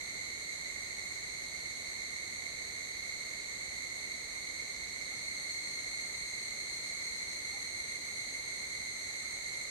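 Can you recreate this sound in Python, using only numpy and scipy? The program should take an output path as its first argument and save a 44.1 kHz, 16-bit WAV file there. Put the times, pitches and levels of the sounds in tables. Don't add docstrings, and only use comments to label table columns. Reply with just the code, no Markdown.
import sys
import numpy as np
from scipy import signal
from scipy.fft import rfft, irfft, next_fast_len
from scipy.io import wavfile
from scipy.ndimage import map_coordinates

SR = 44100
rng = np.random.default_rng(int(sys.argv[2]) if len(sys.argv) > 2 else 0)


def wav_record(signal):
    frames = np.transpose(np.atleast_2d(signal))
    bounded = np.clip(frames, -1, 1)
    quanta = np.round(bounded * 32767).astype(np.int16)
    wavfile.write(sys.argv[1], SR, quanta)


N = 427769


def amp(db):
    return 10 ** (np.asarray(db) / 20)


def unit(x):
    return x / np.sqrt(np.mean(x ** 2) + 1e-20)


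def along(points, hz):
    point_hz, values = np.transpose(points)
    return np.interp(np.log(hz + 1), np.log(point_hz + 1), values)


def clock():
    return np.arange(N) / SR


def wobble(rate_hz):
    values = rng.standard_normal(int(N * rate_hz / SR) + 4)
    coarse = np.arange(0, N, 64)
    return np.interp(np.arange(N), coarse, map_coordinates(values, [coarse * rate_hz / SR]))


def filtered(x, response):
    size = next_fast_len(N + 8192)
    return irfft(rfft(x, size) * response(np.fft.rfftfreq(size, 1 / SR)), size)[..., :N]


def panned(pair, pan_db):
    return pair * unit(amp([[pan_db / 2], [-pan_db / 2]]))


def blend(pair, likeness):
    turn = np.arccos(np.clip(likeness, -1, 1)) / 2
    mid, side = pair[0] * np.cos(turn), pair[1] * np.sin(turn)
    return np.array([mid + side, mid - side])


def foliage(x, echo_s, direct):
    t = np.arange(SR // 4) / SR
    tail = rng.standard_normal((2, len(t))) * amp(-60 * t / echo_s)
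    tail /= np.linalg.norm(tail, axis=1, keepdims=True)
    scattered = signal.oaconvolve(np.float32(x[None]), np.float32(tail), axes=1)[:, :N]
    return np.sqrt(direct) * x + np.sqrt(1 - direct) * scattered


def wing(pitch_hz, stroke_hz, fall_hz, waver_hz, unsteady):
    stroke = np.cumsum(stroke_hz * (1 + unsteady * wobble(5))) / SR % 1
    tone_hz = pitch_hz - fall_hz * stroke ** 2 + waver_hz * wobble(300)
    phase = 2 * np.pi * np.cumsum(tone_hz) / SR
    return stroke, phase


def pressure(stroke, peak=0.68):
    return unit(np.sin(np.interp(stroke, [0, peak, 1], [0, np.pi / 2, np.pi])) ** 2)


def chirps(middles_s, length_s, gains=1):
    t, middles_s = clock(), np.array(middles_s)
    nearest = np.searchsorted((middles_s[1:] + middles_s[:-1]) / 2, t)
    offset = 2 * (t - middles_s[nearest]) / length_s
    swell = np.exp(-np.minimum(offset ** 4, 20))
    return (gains * np.ones(len(middles_s)))[nearest] * swell


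def chirp_times(first_s, tempo):
    t = clock()
    beats = np.cumsum(np.interp(t, *np.transpose(tempo))) / SR
    beats -= np.interp(first_s, t, beats)
    return np.interp(np.arange(np.ceil(beats[-1])), beats, t)


def singing(spans, fade_s):
    t = clock()
    return sum(np.clip(np.minimum(t - start, end - t) / fade_s + .5, 0, 1) for start, end in spans)


# frequency_hz, relative_level_db
AIR_TONE = [(20, -15), (55, 0), (130, -2.5), (400, -3.5), (650, -6), (950, -10), (1250, -8.5),
            (1600, -11.5), (3000, -14), (5000, -16), (7000, -14), (9300, -21), (11300, -21.5),
            (15000, -28.5)]
# frequency_hz, likeness (-1 to 1)
AIR_LIKENESS = [(40, 0.92), (250, -0.036), (650, 0.42), (1300, 0.058), (2700, -0.13), (4500, -0.38),
                (12000, 0.14)]
# frequency_hz, pan_db
AIR_LEAN = [(40, -0.5), (200, -3), (700, -0.5), (3000, -3.5), (10000, 0)]


def night_air():
    size = next_fast_len(N)
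    hz = np.fft.rfftfreq(size, 1 / SR)
    noise = blend(rfft(rng.standard_normal((2, size))), along(AIR_LIKENESS, hz))
    pan_db = along(AIR_LEAN, hz)
    gain = amp(along(AIR_TONE, hz) + np.array([pan_db, -pan_db]) / 2)
    return amp(-53.0) * unit(irfft(noise * gain, size)[:, :N])


# middle_s, pitch_hz, level_db
FAR_NOTES = [(5.13, 1340, -58), (7.55, 767, -54), (9.25, 1260, -58)]


def far_blips():
    wavering_time = np.cumsum(1 + 0.042 * wobble(60)) / SR
    notes = sum(amp(level_db) * chirps([middle_s], length_s=0.042) * np.sin(2 * np.pi * hz * wavering_time)
                for middle_s, hz, level_db in FAR_NOTES)
    return foliage(notes, echo_s=.2, direct=0.36)


# start_s, end_s, full_level_db
CHIRP_RUNS = [(.87, 2.22, -62), (2.99, 3.46, -64), (4.61, 5.25, -58), (5.55, 5.9, -61), (6.745, 7.39, -58),
              (9.545, 9.75, -58)]


def small_cricket():
    spacing_s, soft_start_db, swell_s = .142, 3.5, 0.28
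    middles_s, level_db = np.transpose([
        (middle_s, full_db - soft_start_db * np.exp((start_s - middle_s) / swell_s))
        for start_s, end_s, full_db in CHIRP_RUNS for middle_s in np.arange(start_s, end_s, spacing_s)])
    stroke, phase = wing(5400, stroke_hz=69.8, fall_hz=325, waver_hz=150, unsteady=.01)
    song = chirps(middles_s, length_s=0.06, gains=amp(level_db)) * pressure(stroke) * np.sin(phase)
    pair = foliage(song, echo_s=0.074, direct=0.16)
    pair[0] = np.roll(pair[0], shift=4)
    return panned(pair, -1.1)


def trilling_cricket():
    pitch_hz = 6675 + 16 * wobble(25)
    stroke, phase = wing(pitch_hz, stroke_hz=36.96, fall_hz=79.4, waver_hz=24.2, unsteady=0.011)
    return amp(-57.5) * unit(foliage(pressure(stroke) * np.sin(phase), echo_s=0.46, direct=0.28))


# start_s, end_s
LOW_BUZZES = [(-.2, 1.13), (3.05, 4.02), (5.44, 7.22), (8.95, 9.9)]
# start_s, end_s
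HIGH_BUZZES = [(-.2, .25), (.39, 2.92), (3.04, 5.7), (5.83, 8.39), (8.49, 9.9)]


def ground_crickets():
    stroke, phase = wing(7340, stroke_hz=130.0, fall_hz=523, waver_hz=210, unsteady=0.0034)
    low = singing(LOW_BUZZES, fade_s=.07) * pressure(stroke) * np.sin(phase)
    low = foliage(low, echo_s=0.026, direct=0.24)
    stroke, phase = wing(8230, stroke_hz=92.6, fall_hz=799, waver_hz=289.7, unsteady=.008)
    high = singing(HIGH_BUZZES, fade_s=.04) * pressure(stroke) * np.sin(phase)
    high = foliage(high, echo_s=0.015, direct=0.4)
    high[1] = np.roll(high[1], shift=3)
    return amp(-57.0) * panned(low, -1) + amp(-54.5) * panned(high, 1)


def crowd(count, stroke_hz, chirp_hz):
    stroke_offset, pace, chirp_offset = rng.random((count, 3)).T[:, :, None]
    speed = .8 + .4 * pace
    step = np.arange(900)
    times_s = (step + stroke_offset + .1 * rng.standard_normal((count, len(step)))) / (stroke_hz * speed)
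    swell = np.sin(np.pi * (times_s * chirp_hz * speed + chirp_offset)) ** 2
    clicks = swell * rng.choice([-1, 1], times_s.shape)
    return np.bincount(np.abs(times_s * SR).astype(int).ravel(), clicks.ravel(), N)[:N]


# pitch_hz, width_hz, level_db, pan_db, likeness (-1 to 1)
CHORUS_RINGS = [(1847, 118, -58.5, -5, -0.44), (2128, 132, -43, -6, -0.6), (3860, 430, -58.5, 10, -0.22),
                (4135, 244, -50.5, -5, -.05), (4306, 241, -51, -2.5, 0.41), (5420, 690, -73, 13, -0.045),
                (6363, 530, -52, -0.5, -0.15), (8310, 1120, -57, 0.5, 0.025), (10300, 850, -70, -1, 0.11),
                (13200, 490, -75.5, -1, 0)]


def far_chorus():
    size = next_fast_len(N, real=True)
    hz = np.fft.rfftfreq(size, 1 / SR)
    strokes = rfft([unit(crowd(count=240, stroke_hz=50.02, chirp_hz=7.4)) for _ in range(2)], size)
    power, shared = 0, 0
    for pitch_hz, width_hz, level_db, pan_db, likeness in CHORUS_RINGS:
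        ring = (1 + ((hz - pitch_hz) / width_hz) ** 2) ** -1.5
        gain = amp(level_db) * panned(unit(ring), pan_db)
        power = power + gain ** 2
        shared = shared + likeness * gain[0] * gain[1]
    pair = blend(strokes, shared / np.sqrt(power[0] * power[1]))
    return irfft(np.sqrt(power) * pair, size)[:, :N]


# level_db, pan_db, peak (0 to 1 along the stroke)
NEAR_TONES = [(-47.5, 7, 0.3), (-45.5, 3.5, 0.26), (-51, -1, 0.2), (-51, 3.5, .36), (-59.5, 3, 0.76)]
# time_s, chirps_per_s
NEAR_CHIRP_RATE = [(5.13, 7.75), (6.3, 7.65), (6.6, 6.4), (8.4, 7.4), (8.7, 8.5), (9.7, 7.3)]
# time_s, extra_db
NEAR_OCTAVE_BOOST = [(5.5, 3.5), (6.3, 1.5), (7.1, 5), (7.7, -1), (9.7, -2)]


def near_cricket():
    start_s, rise_s, first_chirp_s = 5.0, 0.18, 5.13
    settled_hz, extra_hz, settle_s = 2107, 75.86, 1.2
    age_s = np.maximum(clock() - start_s, 0)
    pitch_hz = settled_hz + extra_hz * np.exp(-age_s / settle_s)
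    effort = 1 - np.exp(-age_s / rise_s)
    stroke, phase = wing(pitch_hz, stroke_hz=36.03, fall_hz=148.8, waver_hz=29.97, unsteady=.15)
    swells = chirps(chirp_times(first_chirp_s, NEAR_CHIRP_RATE), length_s=0.11)
    loudness = effort * (0.41 + 0.4 * swells)
    octave_gain = amp(np.interp(clock(), *np.transpose(NEAR_OCTAVE_BOOST)))
    song = np.zeros((2, N))
    for k, (level_db, pan_db, peak) in enumerate(NEAR_TONES, 1):
        tone = loudness * pressure(stroke, peak) * np.sin(k * phase) * (octave_gain if k == 2 else 1)
        echo_s = 0.4 / np.sqrt(k)
        song += amp(level_db) * panned(foliage(tone, echo_s, direct=.03), pan_db)
    scrape = loudness * pressure(stroke) * rng.standard_normal(N)
    rasp = filtered(scrape, lambda hz: 1 / (1 + (hz / 7000) ** 2))
    return song + amp(-56) * foliage(rasp, echo_s=0.21, direct=0.031)


def scene():
    background = night_air() + far_blips()
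    small_insects = small_cricket() + trilling_cricket() + ground_crickets()
    return background + small_insects + far_chorus() + near_cricket()


def record(dry):
    return filtered(dry, lambda hz: hz < 15200)


dry = scene()
out = record(dry)
wav_record(out)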